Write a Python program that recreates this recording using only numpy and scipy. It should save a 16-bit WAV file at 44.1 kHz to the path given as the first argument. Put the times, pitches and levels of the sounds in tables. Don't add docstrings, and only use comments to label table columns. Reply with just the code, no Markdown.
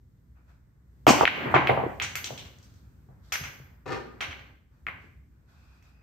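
import sys
import numpy as np
from scipy import signal
from scipy.fft import rfft, irfft
from scipy.io import wavfile
from scipy.ndimage import uniform_filter1d, minimum_filter1d

SR = 44100
rng = np.random.default_rng(int(sys.argv[2]) if len(sys.argv) > 2 else 0)


def unload_wav(signal):
    wavfile.write(
        sys.argv[1],
        SR,
        np.round(np.clip(np.atleast_2d(signal).T, -1, 1) * 32767).astype(np.int16),
    )


N = 265878
T = np.arange(N) / SR


def amp(db):
    return 10 ** (np.asarray(db) / 20)


def rms_one(x):
    return x / np.sqrt(np.mean(x ** 2) + 1e-20)


def in_time(rows):
    s, *columns = np.transpose(rows)
    return [np.interp(T, s, column, -200, -200) for column in columns]


def at_hz(points, hz):
    table_hz, values = np.array(points).T
    return np.interp(np.log(hz), np.log(table_hz), values)


def colour(x, spectrum):
    n = x.shape[-1]
    hz = np.arange(n // 2 + 1) * SR / n + 1
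    return irfft(rfft(x) * amp(at_hz(spectrum, hz)), n)


# (f/Hz, correlation)
NOISE_LIKENESS = [(60, 1), (250, 0.73), (600, .3), (1200, 0.01), (8000, 0.01), (13000, 0.17)]


def stereo_noise(size, likeness=NOISE_LIKENESS):
    mid, side = rfft(rng.standard_normal((2, size)))
    alike = np.clip(at_hz(likeness, np.arange(len(mid)) * SR / size + 1), -1, 1)
    return irfft(np.sqrt(1 + alike) * mid + np.sqrt(1 - alike) * side * [[1], [-1]], size)


def sides(pan_db):
    return amp(np.array([[pan_db / 2], [-pan_db / 2]]))


def pulse(hz, cycles):
    turns = np.arange(int(4 * cycles * SR / hz)) * hz / SR
    swing = np.sin(2 * np.pi * turns) * turns ** 2 * np.exp(-6 * turns / cycles)
    window = np.hanning(len(turns))
    swing -= swing.sum() * window / window.sum()
    return swing / np.abs(swing).max()


def add(track, s, sound):
    i = round(s * SR)
    track[..., i:i + sound.shape[-1]] += sound[..., :track.shape[-1] - i]


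def scatter(noise, decay_ms):
    t_ms = np.arange(len(noise)) * 1000 / SR
    spread = noise * np.exp(-t_ms / max(decay_ms, .02)) * 0.2
    spread[0] = 1
    return spread / np.sqrt(np.sum(spread ** 2))


def swell(s, attack_s, hold_s, release_db_per_s):
    rise = np.clip((T - s) / max(attack_s, .001), 0, 1)
    return rise ** 2 * amp(-release_db_per_s * np.maximum(T - s - attack_s - hold_s, 0))


def grains(per_s, spread_db):
    sizes = amp(spread_db * np.minimum(rng.exponential(1, N), 4)) * rng.choice([-1, 1], N)
    return rms_one(sizes * (rng.random(N) < per_s / SR))


# (left t/ms, right t/ms, level/dB, smear/ms)
ROOM_ECHOES = [(1.5, 2.4, -6.5, 2.2), (7.8, 9.4, -10, 1.8), (15.2, 14.8, -11, 1.5)]
# (f/Hz, t60/s)
ROOM_DECAY = [(100, .5), (260, 0.75), (700, 0.61), (1840, 0.58), (4850, .55), (12800, .45), (15500, 0.75)]
# (f/Hz, correlation)
TAIL_LIKENESS = [(60, 0.89), (250, -0.22), (500, .5), (1000, 0.32), (2000, 0.056), (4000, 0.36),
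                 (8000, -0.49), (13000, 0.69)]
ROOM_DB, ROOM_FILLS_S = -29, .014
EARLY_DB, EARLY_T60_S = 7.5, 0.091


def room():
    size = SR
    t, out = np.arange(size) / SR, np.zeros((2, size))
    noise = stereo_noise(size, TAIL_LIKENESS)
    edges = 40 * 2 ** np.arange(0, 9.1, .5)
    for low, high in zip(edges, edges[1:]):
        band = signal.sosfilt(signal.butter(2, [low, high], "band", fs=SR, output="sos"), noise)
        out += band * amp(-60 * t / at_hz(ROOM_DECAY, np.sqrt(low * high)))
    fill = 1 - np.exp(-(t / ROOM_FILLS_S) ** 2)
    early = 1 + amp(EARLY_DB - 60 * t / EARLY_T60_S)
    out *= amp(ROOM_DB) * fill * early
    for left_ms, right_ms, level_db, smear_ms in ROOM_ECHOES:
        scattered = amp(level_db) * scatter(rng.standard_normal(1024), smear_ms)
        add(out[0], left_ms / 1000, scattered)
        add(out[1], right_ms / 1000, scattered)
    return out


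def heard(dry, wet):
    return dry + signal.fftconvolve(wet[None], room(), axes=1)[:, :N]


FLIGHT_S = .0008
BED_DB = -28.5
WALL_PITCH, WALL_TREBLE_DB, WALL_SCATTER_MS = 0.85, -5, 3.1
WALL_SPREAD = 1.1
EDGE_MS, EDGE_SPREAD = 4.0, 6.0
TABLE_PAN_DB = 0.5


def blows(rows, scatter_ms, first, second, airborne):
    dry, wet = np.zeros((2, N)), np.zeros(N)
    noise = rng.standard_normal((len(rows), 5, 2048))
    for row, draw in zip(rows, noise):
        s, peak_db, hz, cycles, first_db, second_db, room_db, wall_ms, wall_db = row
        s += FLIGHT_S
        parts = amp(first_db) * first + amp(second_db) * second
        splash = scatter(EDGE_SPREAD * draw[4, :1024], EDGE_MS) if airborne else [1]
        direct = (s, 0, 0, hz, scatter_ms, draw[:2])
        far_wall = (s + wall_ms / 1000, wall_db, WALL_TREBLE_DB, hz * WALL_PITCH,
                    WALL_SCATTER_MS, WALL_SPREAD * draw[2:4])
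        for at, level_db, dull_db, pitch_hz, smear_ms, (shared, own) in (direct, far_wall):
            body = amp(BED_DB) * pulse(pitch_hz * .45, cycles)
            add(body, 0, pulse(pitch_hz, cycles))
            apart = min(pitch_hz / 900, 1)
            paths = [scatter((shared + sign * apart * own) / np.hypot(1, apart), smear_ms)
                     for sign in (1, -1)]
            arrival = np.array([np.convolve(body, path) for path in paths])
            add(dry, at, amp(peak_db + level_db) * arrival)
            if airborne:
                treble = signal.fftconvolve(parts, paths[0])
                add(dry, at, amp(peak_db + level_db + dull_db) * treble)
        if not airborne:
            add(dry, s, amp(peak_db) * parts)
        room_gain = amp(peak_db + room_db)
        add(wet, s, room_gain * pulse(hz, cycles))
        add(wet, s, room_gain * amp(BED_DB) * pulse(hz * 0.41, cycles))
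        add(wet, s, room_gain * signal.fftconvolve(parts, splash))
    return heard(dry * sides(TABLE_PAN_DB), wet)


# (f/Hz, relative level/dB)
HOUSE_SPECTRUM = [(15, -54.5), (25, -24), (41, -8.5), (64, 11.5), (87, -15), (127, -10.5), (206, -33),
                  (242, -14), (427, -39.5), (503, -35.5), (624, -55.5), (863, -44), (16000, -77)]


def house():
    return amp(-58.5) * rms_one(colour(stereo_noise(N), HOUSE_SPECTRUM))


# (t/s, rumble level/dB, rush level/dB)
RUMBLE_AND_RUSH = [(0.0, -60, -81), (0.48, -59.5, -76.5), (0.8, -61.5, -76.5), (1.06, -55, -77),
                   (1.12, -57, -40), (1.24, -35.5, -33), (1.55, -55, -32.5), (1.9, -44, -41),
                   (2.03, -45, -66), (2.3, -53, -49), (2.87, -54, -83.5), (3.35, -57.5, -64),
                   (3.45, -53.5, -55.5), (3.9, -60, -73), (4.06, -55, -57.5), (4.5, -57, -61),
                   (4.65, -62.5, -79.5), (4.95, -55, -72.5), (5.34, -60, -81), (6.03, -61, -69)]
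# (t/s, level/dB)
FOOTFALLS = [(1.491, -37), (1.69, -40), (1.99, -57), (2.41, -51.5), (3.4, -45), (4.16, -56.5)]
# (f/Hz, relative level/dB per Hz)
RUMBLE_SPECTRUM = [(25, -44.5), (45, -23), (80, 1.5), (130, -2.5), (250, -15), (500, -27.5), (900, -45)]
STEP_ATTACK_S, STEP_RELEASE_DB_PER_S = 0.022, 145.5


def rumble():
    rumble_db, _ = in_time(RUMBLE_AND_RUSH)
    steps = sum(amp(level_db) * swell(s, STEP_ATTACK_S, 0, STEP_RELEASE_DB_PER_S)
                for s, level_db in FOOTFALLS)
    return np.hypot(amp(rumble_db), steps) * rms_one(colour(stereo_noise(N), RUMBLE_SPECTRUM))


# (f/Hz, relative level/dB per Hz)
RUSH_SPECTRUM = [(40, -61.5), (120, -14.5), (250, -5), (500, -14), (1000, -12), (2000, -14), (4000, -55)]


def rush():
    _, rush_db = in_time(RUMBLE_AND_RUSH)
    return amp(rush_db) * rms_one(colour(stereo_noise(N), RUSH_SPECTRUM))


# (t/s, hold/s, level/dB, bright part relative level/dB)
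RUB_EVENTS = [(0.327, 0.012, -68.5, -20), (0.449, 0.017, -67, -10.5), (0.7, .06, -97, -15),
              (0.88, 0.29, -85.5, -11.5), (2.502, 0.25, -71, -2), (2.8, 0.18, -75.5, -23),
              (3.07, .02, -75.5, -27), (3.204, 0.18, -78.5, 9.5), (4.686, .05, -75, -10),
              (4.966, 0.047, -79, 3.5), (5.281, 0.12, -77.5, -14), (5.451, 0.28, -68.5, -5.5),
              (5.81, 0.044, -72, -3), (5.987, .04, -68, -16.5)]
# (f/Hz, relative level/dB per Hz)
RUSTLE_DULL = [(290, -37), (500, 2.5), (1110, 5.5), (1490, 8), (1630, 5), (2070, -4), (2530, -0.5),
               (3400, -26), (4420, -51), (7480, -120)]
# (f/Hz, relative level/dB)
RUSTLE_BRIGHT = [(2000, -26.5), (3400, -3), (4890, -5), (8590, -13.5), (10200, -17), (11400, -12.5),
                 (13200, -14.5), (14900, -34.5), (16000, -33)]
RUB_ATTACK_S, RUB_RELEASE_DB_PER_S = 0.045, 143


def rustle():
    dull = rms_one(colour(stereo_noise(N), RUSTLE_DULL))
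    bright = rms_one(colour(stereo_noise(N), RUSTLE_BRIGHT))
    out = 0
    for s, hold_s, level_db, treble_db in RUB_EVENTS:
        gain = amp(level_db) * swell(s, RUB_ATTACK_S, hold_s, RUB_RELEASE_DB_PER_S)
        out = out + gain * (dull + amp(treble_db) * bright)
    return out


# (t/s, body level/dB, treble and top treble level/dB relative to body)
SHAFT_CRACKLE = [(1.067, -24.5, -20, -10.5), (1.089, -19.5, -3, -20), (1.139, -37.5, -4, -22.5),
                 (1.24, -37.5, -14.5, -32.5)]
# (f/Hz, relative level/dB)
CONTACT_TREBLE = [(2000, -27.5), (3300, -12.5), (4950, -5), (6100, -1.5), (7400, -9), (9000, -14.5),
                  (10500, -34.5)]
# (f/Hz, relative level/dB)
CONTACT_TOP = [(9000, -18.5), (11300, -2), (12500, -8.5), (15000, -4.5), (16500, -19.5)]


def stroke():
    body_db, treble_db, top_db = in_time(SHAFT_CRACKLE)
    clicks = grains(per_s=2400, spread_db=3.0)
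    body = rms_one(np.convolve(clicks, pulse(hz=2500, cycles=2.1))[:N])
    treble = amp(treble_db) * rms_one(colour(clicks, CONTACT_TREBLE))
    top = amp(top_db) * rms_one(colour(clicks, CONTACT_TOP))
    dry = amp(body_db) * (body + treble + top)
    return heard(dry, dry * amp(-1.5))


def thump(hz, t60):
    t = np.arange(8192) / SR
    return np.sin(2 * np.pi * hz * t) * amp(-60 * t / t60) * (1 - np.exp(-t / 0.0014))


# (t/s, pulse level/dB, f/Hz, nominal pulse length/cycles,
# slate and frame relative level/dB, room feed relative level/dB, far wall delay/ms, far wall level/dB)
DULL_BLOWS = [(1.067, -0.5, 800, 1.29, -23.5, -21.5, 4, 24, -0.5),
              (1.076, -3.5, 299, 2.95, -38, -24, -7, 22, -5),
              (1.105, -6.5, 625, 1.5, -35, -30, -5, 28, -3.5), (1.209, -3, 810, 1.6, -37, -32, 0.5, 23, 0),
              (1.38, -22, 386, 2.1, -29, -14, -13, 20, -12),
              (1.455, -20.5, 422, 2.4, -38, -8.5, 0, 24.5, -8),
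              (1.54, -2.5, 915, 1.53, -27, -18, 3, 22, -4),
              (1.556, -15, 369, 4.1, -20, -33.5, -11, 31, -3.5),
              (1.693, -9, 648, 1.48, -38, -16, 5.5, 20.7, -5),
              (1.774, -11.5, 770, 1.9, -33, -25, 1.5, 26, -9),
              (1.836, -15.5, 436, 1.4, -18, -22, -11.5, 27, -5),
              (2.305, -28, 540, 1.35, -18.5, -9.5, 1, 20, -6),
              (3.087, -45.5, 515, 0.79, 0.5, -2, 5, 29, -16), (3.409, -35.5, 1094, 2.3, 7, 2, -12, 22, -13),
              (3.599, -42.5, 322, 1.14, 4, 5, -11.5, 17, -13),
              (4.279, -35.5, 415, 0.67, 4, -16, -3, 14, -7),
              (4.867, -29, 1200, 1.08, -14, -27, 7.5, 26.4, -8.5),
              (5.04, -44, 305, 1.06, -19.5, -19.5, -3.5, 15, -4)]


def thuds():
    slate, frame = thump(hz=79, t60=0.17), thump(hz=132.5, t60=0.091)
    return blows(DULL_BLOWS, 2.5, slate, frame, airborne=False)


def tick(spectrum, level_db):
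    impulse = np.eye(1, 4096, 60)[0]
    click = colour(impulse, spectrum)
    return click / np.sqrt(np.sum(click ** 2)) * amp(level_db)


# (t/s, pulse level/dB, f/Hz, nominal pulse length/cycles, gain on treble tick/dB,
# gain on top tick/dB, room feed relative level/dB, far wall delay/ms, far wall level/dB)
HARD_CLACKS = [(1.2531, 11, 2250, 2, -40.5, -40, -2.5, 23, -1),
               (1.544, -11.5, 1935, 1.9, -42.5, -65.5, 13, 19.6, 3.5),
               (1.6719, -6, 2140, 2.04, -55, -34.5, 1, 25, -2),
               (1.9989, -13, 2210, 1.67, -50, -27, 3, 16, -4),
               (2.0199, -21.5, 2220, 1.38, -13.5, -35, 12, 26, -1.5),
               (2.1537, -17.5, 2090, 1.8, -14.5, -12.5, 4.5, 5.5, -5),
               (2.2421, -20.5, 3140, 2.04, -10.5, -71, 5.5, 29, -6.5),
               (2.3761, -28, 3130, 2.4, -17, -35, 7, 21, -12),
               (2.45, -39.5, 2560, 1.4, -15, -27, 7, 25, -12),
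               (2.5845, -56, 2500, 1.5, -1, -26, 1, 32, -4.5),
               (2.6264, -57.5, 2524, 1.8, -3, -12, 10.5, 38, -1.5),
               (2.7392, -63, 2240, 1.8, 2, -18, 0, 21, -6),
               (3.3205, -19.5, 2110, 1.63, -14, -18, 12.5, 15.8, -4.5),
               (3.3245, -21, 2200, 1.64, -19.5, -26.5, -8, 31, 6.5),
               (3.4377, -23, 1987, 1.57, -21.5, -38, 6.5, 21, -19),
               (4.2058, -22.5, 2640, 1.4, -26.5, -36, -10, 39, -1.5),
               (4.2083, -19, 2100, 1.28, -26, -34.5, 11, 21, -9),
               (4.309, -30, 2130, 1.4, -32, -42, 9, 19, -1),
               (4.3927, -35.5, 2060, 1.21, -31, -39.5, 3.5, 24, -8),
               (4.8666, -18, 2056, 2.66, -42, -35.5, 2, 17.6, -2.5),
               (5.8244, -54.5, 2356, 2.5, -8.5, -13, 2.5, 26.5, -7)]


def clacks():
    treble, top = tick(CONTACT_TREBLE, level_db=18.0), tick(CONTACT_TOP, level_db=12.5)
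    return blows(HARD_CLACKS, 0.29, treble, top, airborne=True)


# (t/s, level/dB)
TUMBLE_LEVELS = [(3.856, -78), (3.86, -62), (3.93, -54), (3.955, -61), (4.072, -89), (4.19, -103)]
# (f/Hz, level/dB, t60/s, held to 0.045 at most in play)
POCKET_MODES = [(264, -1.5, 0.033), (384, -16, 0.036), (550, -23, 0.14), (795, -5.5, 0.052),
                (943, -4, 0.032), (1217, -3, 0.02), (1450, -1.5, 0.011), (1768, -10.5, .06),
                (2060, -15, 0.009), (2400, -11, 0.012)]
# (f/Hz, relative level/dB)
NET_RATTLE = [(1500, -30), (2800, -0.5), (4200, 6), (6000, 1.5), (9000, -13), (13000, -35)]
TUMBLE_TREBLE_DB = 6


def tumble():
    level_db, = in_time(TUMBLE_LEVELS)
    clicks = grains(per_s=1600, spread_db=3.0) * amp(level_db)
    modes = 0
    for hz, mode_db, t60 in POCKET_MODES:
        radius, w = amp(-60 / (min(t60, .045) * SR)), 2 * np.pi * hz / SR
        feed = [0, amp(mode_db) * np.sin(w)]
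        back = [1, -2 * radius * np.cos(w), radius * radius]
        modes = modes + signal.lfilter(feed, back, clicks + 1e-18)
    knocks = np.convolve(clicks, pulse(hz=388, cycles=1.05))[:N] * amp(3.0)
    knocks = signal.sosfilt(signal.butter(3, 190, "high", fs=SR, output="sos"), knocks)
    rattle = colour(np.abs(clicks) * rng.choice([-1, 1], N), NET_RATTLE)
    dry = modes + knocks + amp(TUMBLE_TREBLE_DB) * rattle
    return heard(dry * sides(pan_db=6.0), dry * amp(1.5))


# (f/Hz, width/Hz, level/dB)
WHISTLE_BANDS = [(2530, 236, -74), (4925, 350, -85.5)]
WHISTLE_S, WHISTLE_RISE_S = 5.45, 0.17


def whistle():
    bands = 0
    for hz, width_hz, level_db in WHISTLE_BANDS:
        edges = [hz - width_hz / 2, hz + width_hz / 2]
        sos = signal.butter(2, edges, "band", fs=SR, output="sos")
        bands = bands + amp(level_db) * rms_one(signal.sosfilt(sos, stereo_noise(N)))
    return swell(WHISTLE_S, WHISTLE_RISE_S, N / SR, 0) * bands


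BASS_CUT_HZ = 92


def scene():
    table = rush() + stroke() + thuds() + clacks() + tumble()
    table = signal.sosfilt(signal.butter(4, BASS_CUT_HZ, "high", fs=SR, output="sos"), table)
    return house() + rumble() + rustle() + table + whistle()


MID_NOTCH_HZ, MID_NOTCH_WIDTH_HZ = 10076, 1500
LIMIT_DB, RELEASE_DB_PER_S = -.7, 62.5
CUTOFF_HZ = 16700


def record(dry):
    mid, side = (dry[0] + dry[1]) / 2, (dry[0] - dry[1]) / 2
    edges = [MID_NOTCH_HZ - MID_NOTCH_WIDTH_HZ / 2, MID_NOTCH_HZ + MID_NOTCH_WIDTH_HZ / 2]
    mid = signal.sosfilt(signal.cheby2(5, 40, edges, "bandstop", fs=SR, output="sos"), mid)
    x = np.array([mid + side, mid - side])
    peak_db = 20 * np.log10(np.abs(x).max(axis=0) + 1e-9)
    over_db = np.maximum(peak_db - LIMIT_DB, 0)
    held_db = np.maximum.accumulate(over_db + RELEASE_DB_PER_S * T) - RELEASE_DB_PER_S * T
    duck_db = uniform_filter1d(minimum_filter1d(-held_db, size=441), size=221)
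    return signal.sosfilt(signal.cheby2(12, 70, CUTOFF_HZ, fs=SR, output="sos"), x * amp(duck_db))


dry = scene()
out = record(dry)
unload_wav(out)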